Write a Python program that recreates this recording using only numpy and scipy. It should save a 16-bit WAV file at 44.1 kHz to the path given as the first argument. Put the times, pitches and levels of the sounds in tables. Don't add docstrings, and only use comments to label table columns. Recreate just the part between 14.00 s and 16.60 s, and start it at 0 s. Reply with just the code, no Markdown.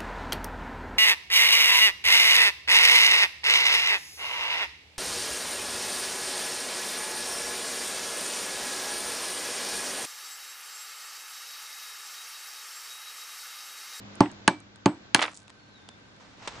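import sys
import numpy as np
from scipy import signal
from scipy.fft import rfft, irfft
from scipy.io import wavfile

SR = 44100
rng = np.random.default_rng(int(sys.argv[2]) if len(sys.argv) > 2 else 0)


def unload_audio(sound):
    columns = np.transpose(np.atleast_2d(sound))
    steps = np.round(np.clip(columns, -1, 1) * 32767)
    wavfile.write(sys.argv[1], SR, steps.astype(np.int16))


N = 114660
TIME = np.arange(N) / SR
AGE = TIME[:SR // 2]
TOP_HZ = 11200

# f/Hz, likeness
AIR_LIKENESS = [(60, 0.65), (170, 0.59), (470, 0.24), (1340, -0.17), (3760, -0.35), (10600, 0.04)]
WORK_LIKENESS = [(30, .6), (100, 1), (500, 0.99), (1000, 0.97), (2000, 0.42), (4000, 0.52), (9000, 0.83)]
# f/Hz, level/dB
AIR_SPECTRUM = [(15, -55), (25, -16), (101, -3), (202, -5), (267, -2.5), (296, -5.5), (391, -8),
                (1550, -12.5), (3000, -16.5), (3770, -15.5), (4630, -19), (7320, -26.5), (11000, -76.5),
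                (14300, -72), (22000, -120)]
WHIRR_SPECTRUM = [(1300, -35), (1550, -1), (1800, -41.5)]
# t/s, level/dB
AIR_LEVEL = [(0, -49), (.18, -47.5), (.42, -50), (.7, -55), (1.05, -52), (1.42, -57.5), (1.8, -54.5),
             (2.3, -54.5), (2.6, -49)]
# f/Hz, first level/dB, later level/dB
HUM_TONES = [(106, -56, -66.5), (200.8, -50, -66.5), (293.6, -65, -71)]
# t/s, level/dB, low edge/Hz
CRUMB_HITS = [(.154, -23, 9000), (.3155, -30.5, 6500), (.603, -36, 7500), (.759, -38, 1500),
              (1.3155, -37.5, 5370), (1.3533, -35.5, 4660), (1.3660, -33, 6150), (1.3732, -28.5, 5940),
              (1.4192, -42.5, 4040), (1.451, -55, 5000), (1.4800, -38.5, 915), (1.4970, -43, 890),
              (1.5020, -37, 880), (1.8888, -33, 2800), (1.8895, -35.5, 600), (2.163, -52, 1200)]
# f/Hz, level/dB
CRUMB_SPECTRUM = [(500, 18), (2000, 8.5), (3800, 10.5), (5500, 2), (8500, 2.5), (11000, -21.5)]
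# t/s, knock/dB, extra bass/dB, knock's top edge/Hz, blade/dB, crack/dB,
# splinter/dB, top edge of steel and crack/Hz, echo/dB
BLOWS = [(.2060, -9.5, 8, 1240, -39, -22, -14.5, 9000, -22),
         (0.478, -9.5, 0.5, 2560, -22.5, -11, -5.5, 9720, -21),
         (0.8589, -13.5, 10, 1350, -35, -16, -15.5, 8940, -26),
         (1.1467, -12.5, -3.5, 2920, -22.5, -9, -2.5, 11000, -20.5)]
# f/Hz, level/dB, fade/s
SLAB_TONES = [(117, -19, .12), (183, -8.5, .075), (298.4, -0.5, 0.075), (304.4, -15.5, 0.2),
              (343, -30.5, 0.29), (391, -9.5, 0.043), (567, -16.5, 0.098), (663, -12, .045),
              (880.4, -0.5, 0.053), (1010, -12.5, 0.067), (1137.5, -0.5, 0.028), (1498, -5, .04),
              (1660, 0.5, 0.037), (1797, -13, 0.051)]
BLADE_TONES = [(2313, -14, 0.31), (2656, -8, 0.012), (3020, 3.5, 0.019), (3830, 2.5, 0.015),
               (4150, 2.5, .035), (4530, 6.5, .022), (5695, -0.5, 0.019), (6270, -28.5, 0.054),
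               (6700, 9, 0.015), (8670, -17.5, 0.06)]
# f/Hz, level/dB
HAMMER_SPECTRUM = [(7000, -34.5), (7650, -12.5), (7830, 0), (8300, -12), (9300, -19), (9900, -48)]
CRACK_SPECTRUM = [(150, -10.5), (500, -14.5), (1200, 5.5), (2800, 13.5), (4500, -10), (7000, -6),
                  (9500, -9.5), (11000, -22.5)]
SPLINTER_SPECTRUM = [(1000, -9.5), (3000, 0), (5200, -2), (7500, -8.5), (9300, -1.5), (11000, -5.5)]
ECHO_SPECTRUM = [(60, -41), (120, -16), (185, -17.5), (300, -3.5), (460, -23.5), (700, -17.5), (880, -12.5),
                 (1300, -21), (1650, -23.5), (3000, -25.5), (6000, -30.5), (10000, -45.5)]
# t/s, level/dB, top edge/Hz
CHUNK_HITS = [(.2275, -46, 3000), (0.2393, -44, 3400), (.2585, -36.5, 3180), (0.26, -71, 3400),
              (.3003, -45.5, 3400), (1.1922, -18, 3840), (1.2162, -24.5, 4400), (1.2258, -22, 10500),
              (1.2332, -26, 5100), (1.2395, -24, 3900), (1.2530, -28.5, 3600), (1.2802, -33.5, 3150)]
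# f/Hz, level/dB
CHUNK_SPECTRUM = [(100, -34.5), (200, -23.5), (300, -16.5), (500, 2), (900, 3.5), (2100, 2.5), (3500, -3.5),
                  (6000, -8.5), (9000, -17.5), (11000, -21.5)]
# t/s, level/dB
TUMBLE_LEVEL = [(1.15, -22.5), (1.18, -39), (1.205, -38), (1.225, -22.5), (1.25, -42), (1.285, -48.5),
                (1.32, -52.5), (1.36, -67)]
PATTER_LEVEL = [(1.17, -46), (1.225, -39), (1.29, -61), (1.36, -41), (1.41, -53.5), (1.47, -75.5),
                (1.53, -99)]
# t/s, f/Hz, level/dB
CHIRP_PATH = [(1.59, 4340, -68), (1.69, 4250, -72), (1.731, 4080, -69), (1.757, 3860, -57.5),
              (1.809, 3620, -70), (1.87, 3600, -69.5), (1.935, 3500, -60.5), (1.968, 3600, -80.5)]
# t/s, level/dB
SCRAPE_LEVEL = [(2.2, -56.5), (2.38, -63), (2.425, -49.5), (2.46, -46), (2.51, -47), (2.6, -47.5)]
# t/s, level/dB, low edge/Hz
TOUCH_HITS = [(2.4752, -27.5, 91.5)]
# f/Hz, level/dB
SCRAPE_SPECTRUM = [(100, -2), (250, -19), (500, -2.5), (1000, 1.5), (1500, -3), (3000, -7.5), (6200, -11.5),
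                   (8500, -22), (11000, -76.5)]
TOUCH_SPECTRUM = [(100, -4.5), (200, -1), (400, -3), (850, 5), (1500, -1), (3000, 0), (5000, -4.5),
                  (8500, -11), (11000, -48)]


def from_db(db):
    return 10 ** (np.asarray(db) / 20)


def at_hz(points, hz):
    row_hz, values = np.transpose(points)
    return np.interp(np.log(hz), np.log(row_hz), values)


def level(rows):
    return from_db(np.interp(TIME, *np.transpose(rows)))


def keep(x, hz, kind, order=2):
    sos = signal.butter(order, np.clip(hz, 10, .45 * SR), kind, fs=SR, output="sos")
    return signal.sosfilt(sos, x + 1e-18)


def add(out, s, x):
    i = int(s * SR)
    out[:, i:i + x.shape[-1]] += x[..., :N - i]


def noise(spectrum, likeness=WORK_LIKENESS, size=N):
    hz = np.maximum(np.fft.rfftfreq(size, 1 / SR), 1)
    white = rfft(rng.standard_normal((2, size)))
    shared, opposed = white * from_db(at_hz(spectrum, hz)) * (hz < TOP_HZ)
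    alike = np.clip(at_hz(likeness, hz), -1, 1)
    x = irfft(np.sqrt(1 + alike) * shared + np.sqrt(1 - alike) * opposed * [[1], [-1]], size)
    return x / x.std()


def waver(hz):
    slow = keep(rng.standard_normal(N), hz, "low")
    return slow / slow.std()


def fade(t60):
    return np.exp(-np.log(1000) * AGE / t60)


def rise(s):
    return 1 - np.exp(-AGE / s)


def burst(spectrum, shape):
    return noise(spectrum, size=len(AGE)) * shape


def ring(tones, gains, lag_s):
    age = np.maximum(AGE - np.array([[0], [lag_s]]), 0)
    return sum(gain * from_db(db) * fade(t60) * np.sin(2 * np.pi * hz * age) * (-1) ** k
               for k, ((hz, db, t60), gain) in enumerate(zip(tones, gains)))


def grains(levels, spectrum, per_s, spread_db, t60):
    hits = rng.random(N) < per_s / SR
    clicks = hits * from_db(spread_db * np.minimum(rng.exponential(1, N), 4))
    shape = signal.lfilter([1], [1, -np.exp(-np.log(1000) / (t60 * SR))], clicks + 1e-18)
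    shape /= np.sqrt(np.mean(shape ** 2))
    return level(levels) * (TIME > levels[0][0]) * noise(spectrum) * shape


def air():
    rush = level(AIR_LEVEL) * noise(AIR_SPECTRUM, AIR_LIKENESS)
    whirr = from_db(-65.5) * noise(WHIRR_SPECTRUM, AIR_LIKENESS)
    return keep(rush + whirr, 7750, "low", order=10)


def hum(settle_s=0.95):
    out = np.zeros(N)
    for hz, first_db, later_db in HUM_TONES:
        gain = level([(0, first_db), (settle_s, later_db)])
        out += gain * np.sqrt(2) * np.sin(2 * np.pi * hz * TIME + 0.44 * waver(6))
    return out


def ticks(hits, spectrum, t60):
    out = np.zeros((2, N))
    for s, db, low_hz in hits:
        add(out, s, from_db(db) * keep(burst(spectrum, fade(t60)), low_hz, "high", order=4))
    return out


def blows(bass_hz=730, lead_s=.0006):
    out, hz = np.zeros((2, N)), np.array(SLAB_TONES)[:, 0]
    for s, knock_db, bass_db, contact_hz, blade_db, crack_db, splinter_db, top_hz, echo_db in BLOWS:
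        blade_gains = from_db(blade_db + 1.5 * rng.standard_normal(len(BLADE_TONES)))
        blade = ring(BLADE_TONES, blade_gains, lag_s=.000008)
        hammer = from_db(-48.5) * burst(HAMMER_SPECTRUM, fade(0.22))
        crack = from_db(crack_db) * burst(CRACK_SPECTRUM, fade(0.023))
        splinter = from_db(splinter_db) * burst(SPLINTER_SPECTRUM, fade(0.0083))
        strike = (blade + hammer + crack + splinter) * rise(0.00024)
        add(out, s - lead_s, keep(strike, top_hz, "low", order=16))

        knock_gains = from_db(knock_db + bass_db / (1 + (hz / bass_hz) ** 4))
        knock_gains /= np.sqrt(1 + (hz / contact_hz) ** 14)
        add(out, s, ring(SLAB_TONES, knock_gains, lag_s=.00002) * rise(0.00056))

        echo = burst(ECHO_SPECTRUM, fade(0.18) * rise(0.0021))
        echo += (from_db(bass_db) - 1) * keep(echo, bass_hz, "low", order=1)
        add(out, s, from_db(echo_db) * keep(echo, 1.4 * contact_hz, "low", order=1))
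    return out


def chunks(snap_s=.00008, table_hz=306):
    out = np.zeros((2, N))
    snap_time = AGE / snap_s - 3
    snap = -2 * from_db(13) * snap_time * np.exp(-snap_time ** 2)
    table = from_db(-21) * fade(.22) * np.sin(2 * np.pi * table_hz * AGE)
    for s, db, top_hz in CHUNK_HITS:
        clack = burst(CHUNK_SPECTRUM, fade(.028) + from_db(-12) * fade(.14))
        landing = keep(clack + snap, 490, "high")
        add(out, s, from_db(db) * (table + keep(landing, top_hz, "low", order=5)))
    return out


def tumble():
    grit = grains(TUMBLE_LEVEL, CHUNK_SPECTRUM, per_s=1800, spread_db=3, t60=0.0022)
    return keep(grit, 170, "high")


def patter():
    crumbs = grains(PATTER_LEVEL, CRUMB_SPECTRUM, per_s=350, spread_db=4, t60=0.006)
    return keep(crumbs, 5500, "high", order=4)


def chirp():
    s, hz, db = np.transpose(CHIRP_PATH)
    phase = 2 * np.pi * np.cumsum(np.interp(TIME, s, hz)) / SR + 1.1 * waver(44)
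    gain = from_db(np.interp(TIME, s, db)) * (TIME > s[0]) * (TIME < s[-1])
    return np.sqrt(2) * gain * np.sin(phase)


def scrape():
    return grains(SCRAPE_LEVEL, SCRAPE_SPECTRUM, per_s=3000, spread_db=2, t60=0.044)


def scene():
    work = ticks(CRUMB_HITS, CRUMB_SPECTRUM, t60=.011) + blows() + chunks() + tumble() + patter()
    work += scrape() + ticks(TOUCH_HITS, TOUCH_SPECTRUM, t60=0.055)
    return air() + hum() + work * from_db([[-.55], [.55]]) + chirp()


def record(dry):
    treble_cut = signal.cheby2(10, 45, TOP_HZ + 500, fs=SR, output="sos")
    return signal.sosfiltfilt(treble_cut, np.clip(dry, -.88, .88))


dry = scene()
out = record(dry)
unload_audio(out)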